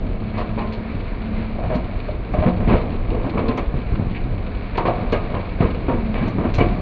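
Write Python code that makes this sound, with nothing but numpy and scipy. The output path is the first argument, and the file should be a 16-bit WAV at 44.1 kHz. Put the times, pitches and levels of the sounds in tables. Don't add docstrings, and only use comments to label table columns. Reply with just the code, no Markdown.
import sys
import numpy as np
from scipy import signal
from scipy.fft import rfft, irfft, next_fast_len
from scipy.io import wavfile
from scipy.ndimage import map_coordinates

SR = 44100
rng = np.random.default_rng(int(sys.argv[2]) if len(sys.argv) > 2 else 0)


def to_wav(s):
    ch = np.atleast_2d(s).T
    pcm = np.round(np.clip(ch, -1, 1) * 32767)
    wavfile.write(sys.argv[1], SR, pcm.astype(np.int16))


N = 300321

# frequency in Hz, level in dB.
HUM_TONES = [(91.5, -42.5), (112, -39), (183, -43.5), (940, -61.5), (2223, -64.5)]
# start and end in seconds, first and last firing rate in Hz, level in dB.
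ENGINE_PULLS = [(0, 0.964, 214, 222, -32), (1.178, 1.644, 219, 219.7, -31),
                (5.915, 6.186, 238, 208.5, -26.5)]
# multiple of the firing rate, relative level in dB.
EXHAUST_HARMONICS = [(1, 4), (2, -25), (3, -13), (4, -32.5)]
# time in seconds, level in dB.
CLATTER_LEVELS = [(0, -46.5), (1.1, -42.5), (2.2, -44), (3.8, -45), (4.6, -43), (6.81, -41)]
ROAR_LEVELS = [(0, -24.5), (0.7, -29.5), (1.4, -22.5), (2.0, -26), (2.7, -21.5), (3.3, -25), (4.2, -25.5),
               (5.5, -26), (6.2, -25), (6.81, -24.5)]
LOAD_LEVELS = [(0.0, -25), (1.14, -29), (1.56, -28), (1.99, -28), (2.5, -25.5), (5.27, -27.5),
               (6.18, -24.5), (6.81, -22)]
# frequency in Hz, gain in dB.
TREBLE_ROLLOFF = [(4600, 0), (7000, -4.5), (8500, -18.5), (15000, -27)]

# frequency in Hz, relative spectral level in dB.
CLATTER_SPECTRUM = [(500, -19.5), (950, 0.5), (1250, -1), (1500, -2), (1950, -5), (2280, 0.5), (2650, -6.5),
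                    (3200, -16), (4200, -13), (4700, -22.5), (5300, -37), (8000, -74.5)]
ROAR_SPECTRUM = [(10, -27), (20, 5.5), (32, 8), (48, 2.5), (65, -1), (100, -10.5), (300, -90.5)]
LOAD_SPECTRUM = [(40, -21), (70, -3.5), (95, 3), (115, -2), (145, -6.5), (190, -3.5), (250, -6.5),
                 (330, -12), (600, -22), (2000, -67.5)]
GRAVEL_SPECTRUM = [(150, -17.5), (300, -4.5), (420, 2), (720, 0), (840, -8), (1100, -8.5), (1450, -18),
                   (2400, -18), (3200, -24), (4400, -28.5), (5300, -47.5), (8000, -83.5)]
PEBBLE_SPECTRUM = [(300, -26.5), (800, -5.5), (1300, -2.5), (1800, -7.5), (2500, 0.5), (3300, -8),
                   (4400, -8.5), (5300, -37), (8000, -54)]
SCRAPE_SPECTRUM = [(110, -24), (230, 1), (450, 0.5), (680, -4), (830, -11), (1050, -6.5), (1400, -22),
                   (2400, -20.5), (4000, -36), (5500, -71)]
THUD_SPECTRUM = [(20, -11.5), (40, 2.5), (70, -1.5), (110, 1.5), (190, -2.5), (260, -9), (360, -14),
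                 (700, -40), (2000, -81.5)]
CLANG_SPECTRUM = [(120, -33), (280, -4.5), (420, 2), (680, 1), (830, -5), (1050, -4), (1300, -11),
                  (1600, -15), (3000, -53), (6000, -83)]
CRACK_SPECTRUM = [(600, -27.5), (1300, -7.5), (1700, 8.5), (2500, 8.5), (3200, -2), (4200, -8.5),
                  (4700, -14.5), (5400, -44.5), (8000, -46)]
SNAP_SPECTRUM = [(2000, -26), (6000, 3.5), (7500, -3.5), (9000, -7), (15000, -21.5)]
ECHO_SPECTRUM = [(200, -4.5), (1000, -2.0), (5000, -18.0)]
# multiple of its ring frequency, relative spectral level in dB.
CHIP_SPECTRUM = [(.2, -31.5), (0.501, -2), (0.801, -7.5), (1.049, -11), (1.152, -14.5), (1.299, -30),
                 (1.7, -40), (2.401, -73)]
# frequency in Hz, bandwidth in Hz, lift in dB.
TUB_MODES = [(245, 61, 9), (336, 22, 6), (451, 18, 3.5), (498, 5.5, 5.5), (619, 13, 3.5), (720, 12, 6.5),
             (943, 16, 5.5), (1040, 9.5, 7.5), (1145, 34, 4.5), (1270, 49, 4.5), (1623, 20, 6),
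             (1884, 17, 3.5), (2278, 65, 8), (2865, 55, 3)]

# start in seconds, level in dB, length in seconds,
# snap of the fracture relative to the click in dB.
CHIP_HITS = [(0.379, -39, 0.17, -23.5), (0.586, -40, .07, -35), (0.726, -37, 0.15, -24),
             (1.75, -37, 0.081, -16.5), (2.332, -48.5, 0.052, -10), (2.491, -41.5, .07, -36),
             (3.296, -35, 0.049, -37), (3.389, -41, .07, -35.5), (3.483, -31.5, 0.059, -39.5),
             (3.573, -39, 0.051, -5), (4.774, -28, 0.056, -23.5), (4.875, -36.5, 0.091, -36.5),
             (5.122, -31.5, 0.065, -14.5), (5.62, -45.5, 0.14, -41), (6.277, -44, 0.091, -8),
             (6.541, -30.5, 0.11, -11), (6.581, -36.5, 0.074, -11)]
# start and length in seconds, level in dB, pitch in Hz.
SLAB_SCRAPES = [(3.07, .22, -28.5, 400), (3.3, .27, -28.5, 460), (3.549, .12, -29.5, 680),
                (6.42, .08, -23.5, 660)]
# start in seconds, level in dB, pitch in Hz, 60 dB decay in seconds.
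PANEL_HITS = [(1.712, -17.5, 618, 0.21), (2.087, -19.5, 610, 0.095), (2.339, -18.5, 609, 0.21),
              (2.427, -23, 620, 0.11), (2.466, -12.5, 179, 0.26), (2.467, -18.5, 515, .2),
              (2.745, -21, 600, 0.19), (3.13, -23.5, 432, .4), (3.35, -25.5, 450.7, 1),
              (3.378, -26, 985, 0.24), (3.487, -15.5, 246, 0.24), (3.487, -29.5, 445, 0.32),
              (3.487, -23.5, 1040, 0.18), (4.78, -19.5, 1021, 0.1), (4.779, -23, 903, 0.18),
              (4.78, -23, 720, 0.19), (4.856, -21.5, 1056, .16), (4.88, -16.5, 718, 0.33),
              (4.88, -20, 896, 0.095), (4.88, -12.5, 544, 0.13), (4.88, -27, 1127, 0.18),
              (5.128, -25, 1620, 0.15), (5.128, -17, 476, 0.15), (5.128, -14.5, 634, 0.098),
              (5.128, -31.5, 2191, .2), (5.128, -27.5, 2865, 0.069), (5.15, -28, 1244, .25),
              (5.607, -14, 690, 0.072), (5.61, -20, 185, 0.32), (5.622, -13.5, 330, 0.11),
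              (5.884, -15.5, 264, .13), (5.9, -21.5, 619, 0.27), (5.89, -23.5, 944, .24),
              (6.607, -16.5, 2288, 0.096), (6.607, -25, 2865, 0.062), (6.607, -30, 1884, .12),
              (6.609, -21, 697, 0.2), (6.609, -25.5, 1141, 0.25), (6.609, -16, 338, 0.17)]
# start in seconds, level in dB, pitch in Hz.
BLOCK_LANDINGS = [(1.754, -15.5, 160), (2.387, -6, 72), (2.415, -10.5, 95), (2.459, -4, 150),
                  (3.677, -11, 41.6), (3.741, -6, 120), (3.922, -6.5, 70), (3.941, -7, 116),
                  (3.996, -2, 166), (4.025, -16, 148), (4.051, -13, 92), (4.069, -8, 140),
                  (4.262, -13, 130), (5.606, -3.5, 140), (5.648, -9.5, 64.6), (5.986, -9, 65.6),
                  (6.384, -0.5, 135), (6.584, -1, 98), (6.611, 1, 240), (6.625, -6.5, 130),
                  (6.667, -5, 171)]
# start in seconds, level in dB, knock pitch in Hz, tumble length in seconds,
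# crack relative to the clang in dB, rise time in seconds.
BOULDER_BLOWS = [(0.335, -31.5, 700, .2, -6, .01), (0.372, -23, 1025, 0.24, -13, .009),
                 (0.577, -22.5, 860, 0.25, -12.5, 0.0031), (1.37, -21, 110, 0.22, -7.5, 0.0048),
                 (1.585, -23, 630, 0.14, -30, 0.00046), (1.627, -25, 680, 0.16, -17, 0.0005),
                 (1.63, -21.5, 118, 0.31, -15, 0.027), (1.695, -20, 610, 0.23, -15.5, 0.012),
                 (1.752, -18, 175, .13, -15, 0.0012), (2.082, -27.5, 600, 0.094, -25, 0.002),
                 (2.338, -21, 600, 0.28, -15, 0.0005), (2.385, -20.5, 390, 0.14, -15, .001),
                 (2.424, -17, 620, .13, -16, 0.001), (2.462, -12.5, 235, 0.17, -14, 0.0005),
                 (2.575, -20, 199, 0.42, -12, 0.034), (2.674, -12, 205, 0.34, -11, 0.0053),
                 (2.69, -14.5, 330, 0.16, -15, 0.0024), (2.716, -13.5, 414, 0.24, -16, 0.0095),
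                 (3.08, -25, 317, 0.28, -25.5, 0.012), (3.121, -23.5, 500, 0.22, -29.5, .0005),
                 (3.243, -18.5, 290, 0.22, -19.5, 0.0025), (3.336, -19, 200, 0.44, -18, 0.022),
                 (3.374, -21, 1000, 0.17, -10, 0.0004), (3.485, -19, 200, 0.23, -8.5, 0.00038),
                 (3.576, -20, 960, 0.11, -9, 0.0004), (3.735, -23.5, 116, 0.27, -16.5, 0.0057),
                 (3.778, -30, 211, .15, -26, .004), (3.922, -24.5, 330, 0.1, -23.5, 0.00087),
                 (3.951, -30.5, 1110, 0.045, -16, .0005), (3.99, -21, 173, .2, -22, 0.0032),
                 (4.053, -23.5, 161, 0.12, -18, .003), (4.145, -38.5, 1420, 0.17, 6, 0.0037),
                 (4.25, -24, 131, 0.33, -21.5, 0.018), (4.746, -27.5, 890, 0.088, -5, 0.006),
                 (4.779, -16, 960, 0.18, -14.5, 0.00061), (4.853, -16, 757, .16, -12, 0.0012),
                 (4.879, -16.5, 605, 0.21, -18.5, 0.00038), (5.008, -20.5, 198, 0.21, -26.5, .002),
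                 (5.124, -13.5, 473, 0.19, -13.5, 0.0026), (5.307, -22, 215, 0.11, -31.5, 0.0016),
                 (5.342, -23.5, 880, 0.24, -13.5, 0.0011), (5.604, -13.5, 214, 0.19, -9.5, 0.0011),
                 (5.622, -16, 450, 0.19, -18, 0.001), (5.883, -16, 400, 0.31, -16.5, 0.0035),
                 (5.936, -21, 182, .12, -15.5, .002), (6.142, -22, 336, 0.37, -6.5, .0005),
                 (6.215, -17, 180, 0.4, -12.5, 0.0051), (6.384, -17, 280, 0.27, -18, 0.00046),
                 (6.437, -16.5, 260, 0.25, -17, 0.0022), (6.584, -16.5, 780, 0.14, -11, 0.00047),
                 (6.605, -14, 440, 0.2, -14, 0.001), (6.729, -35, 181, 0.22, -22, 0.004)]


def amp(db):
    return 10 ** (np.asarray(db) / 20)


def rms(x):
    return np.sqrt(np.mean(x ** 2) + 1e-20)


def unit(x):
    return x / rms(x)


def envelope(points):
    return np.interp(np.arange(N) / SR, *np.transpose(points))


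def wobble(knots_per_s):
    coarse = np.arange(0, N + 100, 100)
    knots = rng.standard_normal(int(N * knots_per_s / SR) + 4)
    return np.interp(np.arange(N), coarse, map_coordinates(knots, [coarse * knots_per_s / SR]))


def phase(hz):
    return 2 * np.pi * np.cumsum(hz) / SR


def decaying(energy, decay_s):
    return signal.lfilter([1], [1, -np.exp(-1 / (decay_s * SR))], energy)


def coloured(x, spectrum, modes=()):
    size = 2 * next_fast_len(len(x) // 2 + 4096)
    hz = np.fft.rfftfreq(size, 1 / SR)
    knot_hz, knot_db = np.transpose(spectrum)
    db = np.interp(np.log(hz + 1), np.log(knot_hz + 1), knot_db)
    db += sum(lift / (1 + (2 * (hz - centre) / width) ** 2) for centre, width, lift in modes)
    cepstrum = irfft(np.log(amp(db)), size)
    cepstrum[1:size // 2] *= 2
    cepstrum[size // 2 + 1:] = 0
    return irfft(rfft(x, size) * np.exp(rfft(cepstrum)), size)[:len(x)]


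def contacts(size, per_s, scatter_db):
    touch = rng.random(size) < per_s / SR
    return unit(touch * rng.choice([-1, 1], size) * amp(scatter_db * rng.standard_normal(size)))


def tumble(t, t60, per_s, first, rise_s):
    fade = amp(-60 * t / t60) * (1 - np.exp(-t / rise_s))
    shower = unit(contacts(len(t), per_s, scatter_db=2.5) * fade)
    return shower + first * unit(1. * (t == 0))


def machines(waver_db=1.16):
    hum = sum(amp(db + 2.2 * wobble(7.3)) * unit(np.sin(phase(hz + 2.71 * wobble(14))))
              for hz, db in HUM_TONES)
    firing = np.cos(phase(HUM_TONES[0][0] * (1 + 0.011 * wobble(5.4))))
    clatter = unit(coloured(rng.standard_normal(N) * amp(0.54 * firing), CLATTER_SPECTRUM))
    return hum + clatter * amp(envelope(CLATTER_LEVELS) + waver_db * (wobble(4.35) + wobble(13)))


def pulling_engine(attack_s=0.042, release_s=0.055):
    out, t = np.zeros(N), np.arange(N) / SR
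    for start, end, first_hz, last_hz, db in ENGINE_PULLS:
        firing_hz = np.interp(t, [start, end], [first_hz, last_hz])
        cycle = phase(firing_hz * (1 + 0.0051 * wobble(21)))
        note = sum(amp(level + 0.73 * wobble(9.4)) * np.sin(k * cycle) for k, level in EXHAUST_HARMONICS)
        effort = np.clip(np.minimum((t - start) / attack_s, (end - t) / release_s), 0, 1)
        out += unit(note) * amp(db) * effort
    return out


def rumble():
    load = unit(coloured(contacts(N, per_s=900, scatter_db=4.0), LOAD_SPECTRUM))
    load *= amp(envelope(LOAD_LEVELS) - 2.5 + 1.4 * wobble(12))
    roar = unit(coloured(rng.standard_normal(N + SR), ROAR_SPECTRUM)[SR:])
    roar *= amp(envelope(ROAR_LEVELS) + 1.5 * wobble(7.1))
    return load + roar


def hillside(x, t60, rise_s):
    t = np.arange(SR) / SR
    scatter = rng.standard_normal(SR) * amp(-60 * t / t60) * (1 - np.exp(-t / rise_s))
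    tail = coloured(scatter, ECHO_SPECTRUM)
    return signal.fftconvolve(x, tail / np.linalg.norm(tail))[:N]


def heft(knock_hz, even_hz=400, db_per_octave=9):
    ratio = amp(db_per_octave * np.log2(even_hz / knock_hz))
    return ratio / np.hypot(1, ratio), 1 / np.hypot(1, ratio)


def stone_flow(trickle_db=-38, drag_db=-21, settle_s=0.25):
    jolts = np.zeros(N)
    for start, db, knock_hz, *_ in BOULDER_BLOWS:
        _, clang_gain = heft(knock_hz)
        jolts[round(start * SR)] = (amp(db + drag_db) * clang_gain) ** 2
    return np.sqrt(amp(trickle_db) ** 2 + decaying(jolts, settle_s))


def sliding_gravel():
    grains = contacts(N, per_s=1400, scatter_db=1.0) * amp(0.3 * wobble(22))
    damped = [(hz, width, 0.48 * lift) for hz, width, lift in TUB_MODES]
    return stone_flow() * unit(coloured(grains, GRAVEL_SPECTRUM, damped))


def pebbles(skip_s=0.0041, relative_db=-14.5):
    landings = contacts(N, per_s=31, scatter_db=2.0) ** 2
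    skitter = np.sqrt(decaying(landings, skip_s)) * contacts(N, per_s=3000, scatter_db=1.0)
    ticks = coloured(skitter, PEBBLE_SPECTRUM, TUB_MODES)
    return amp(relative_db) * stone_flow() * unit(ticks)


def chips(centre_hz=4150, width_hz=390):
    out, t = np.zeros(N + SR), np.arange(SR // 5) / SR
    for start, db, length, snap_db in CHIP_HITS:
        ring_hz = centre_hz * (1 + 0.012 * rng.standard_normal())
        spectrum = [(k * ring_hz, level) for k, level in CHIP_SPECTRUM]
        skips = tumble(t, length, per_s=1100, first=0.41, rise_s=0.0033)
        click = unit(coloured(skips, spectrum, [(ring_hz, width_hz, 10)]))
        snap = unit(coloured(tumble(t, t60=0.092, per_s=3000, first=0.17, rise_s=0.0028), SNAP_SPECTRUM))
        gain = amp(db) * rms(amp(-60 * t / length))
        out[round(start * SR):][:len(t)] += gain * (click + amp(snap_db) * snap)
    return out[:N]


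def slab_scrapes(fade_s=0.04):
    out, t = np.zeros(N + SR), np.arange(SR // 2) / SR
    for start, length, db, grind_hz in SLAB_SCRAPES:
        pressure = np.clip(np.minimum(t, length - t) / fade_s, 0, 1)
        slips = contacts(len(t), per_s=670, scatter_db=1.0)
        grind = coloured(slips, SCRAPE_SPECTRUM, TUB_MODES + [(grind_hz, .25 * grind_hz, 4)])
        out[round(start * SR):][:len(t)] += amp(db) * pressure * unit(grind)
    return out[:N]


def panel_clanks(attack_s=0.0023, waver_hz=3.6):
    out, t = np.zeros(N + SR), np.arange(SR) / SR
    for start, db, hz, t60 in PANEL_HITS:
        ring = np.sin(phase(hz + waver_hz * wobble(70)[:SR]))
        out[round(start * SR):][:SR] += amp(db - 60 * t / t60) * (1 - np.exp(-t / attack_s)) * ring
    return out[:N]


def block_thumps(decay_cycles=0.61, attack_s=0.00068):
    out, t = np.zeros(N + SR), np.arange(SR // 4) / SR
    for start, db, hz in BLOCK_LANDINGS:
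        swing = (1 - np.exp(-t / attack_s)) * np.exp(-t * hz / decay_cycles)
        out[round(start * SR):][:len(t)] -= amp(db) * swing * np.sin(2 * np.pi * hz * t)
    return out[:N]


def struck_tub(scatter_db=2.5):
    return [(hz, width, lift + scatter_db * rng.standard_normal()) for hz, width, lift in TUB_MODES]


def topples(delay_share=.1, relative_db=-5, pitch_ratio=1.2):
    return [(start + delay_share * length, db + relative_db, hz * pitch_ratio, length, crack_db, rise_s)
            for start, db, hz, length, crack_db, rise_s in BOULDER_BLOWS]


def boulders(soft_landing_s=0.008):
    out, t = np.zeros(N + SR), np.arange(SR // 3) / SR
    end_fade = 1 - (t / t[-1]) ** 10
    for start, db, knock_hz, length, crack_db, rise_s in BOULDER_BLOWS + topples():
        hollow_db = -0.5 * crack_db
        modes = struck_tub() + [(knock_hz, 0.32 * knock_hz, hollow_db)]
        sharp = np.exp(-rise_s / soft_landing_s)
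        thud_force = tumble(t, 0.97 * length, per_s=900, first=0.66 * sharp, rise_s=rise_s)
        clang_force = tumble(t, length, per_s=1100, first=0.45 * sharp, rise_s=rise_s)
        crack_force = tumble(t, length, per_s=1200, first=0.076 * sharp, rise_s=rise_s)
        thud = unit(coloured(thud_force, THUD_SPECTRUM, modes))
        clang = unit(coloured(clang_force, CLANG_SPECTRUM, modes))
        crack = unit(coloured(crack_force, CRACK_SPECTRUM, TUB_MODES))
        thud_gain, clang_gain = heft(knock_hz)
        blow = thud_gain * thud + clang_gain * (clang + amp(crack_db) * crack)
        gain = amp(db) * rms(amp(-60 * t / length))
        out[round(start * SR):][:len(t)] += gain * blow * end_fade
    return out[:N]


def scene():
    rock = boulders() + slab_scrapes() + panel_clanks() + chips() + pebbles() + block_thumps()
    echo = amp(-20.5) * hillside(rock, t60=0.75, rise_s=0.027)
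    mix = rock + echo + sliding_gravel() + rumble() + pulling_engine() + machines()
    return coloured(mix, TREBLE_ROLLOFF)[None]


def record(dry):
    cutoff_hz = 15700
    size = next_fast_len(N + SR // 2)
    hz = np.fft.rfftfreq(size, 1 / SR)
    return irfft(rfft(dry, size) / np.sqrt(1 + (hz / cutoff_hz) ** 40), size)[..., :N]


dry = scene()
out = record(dry)
to_wav(out)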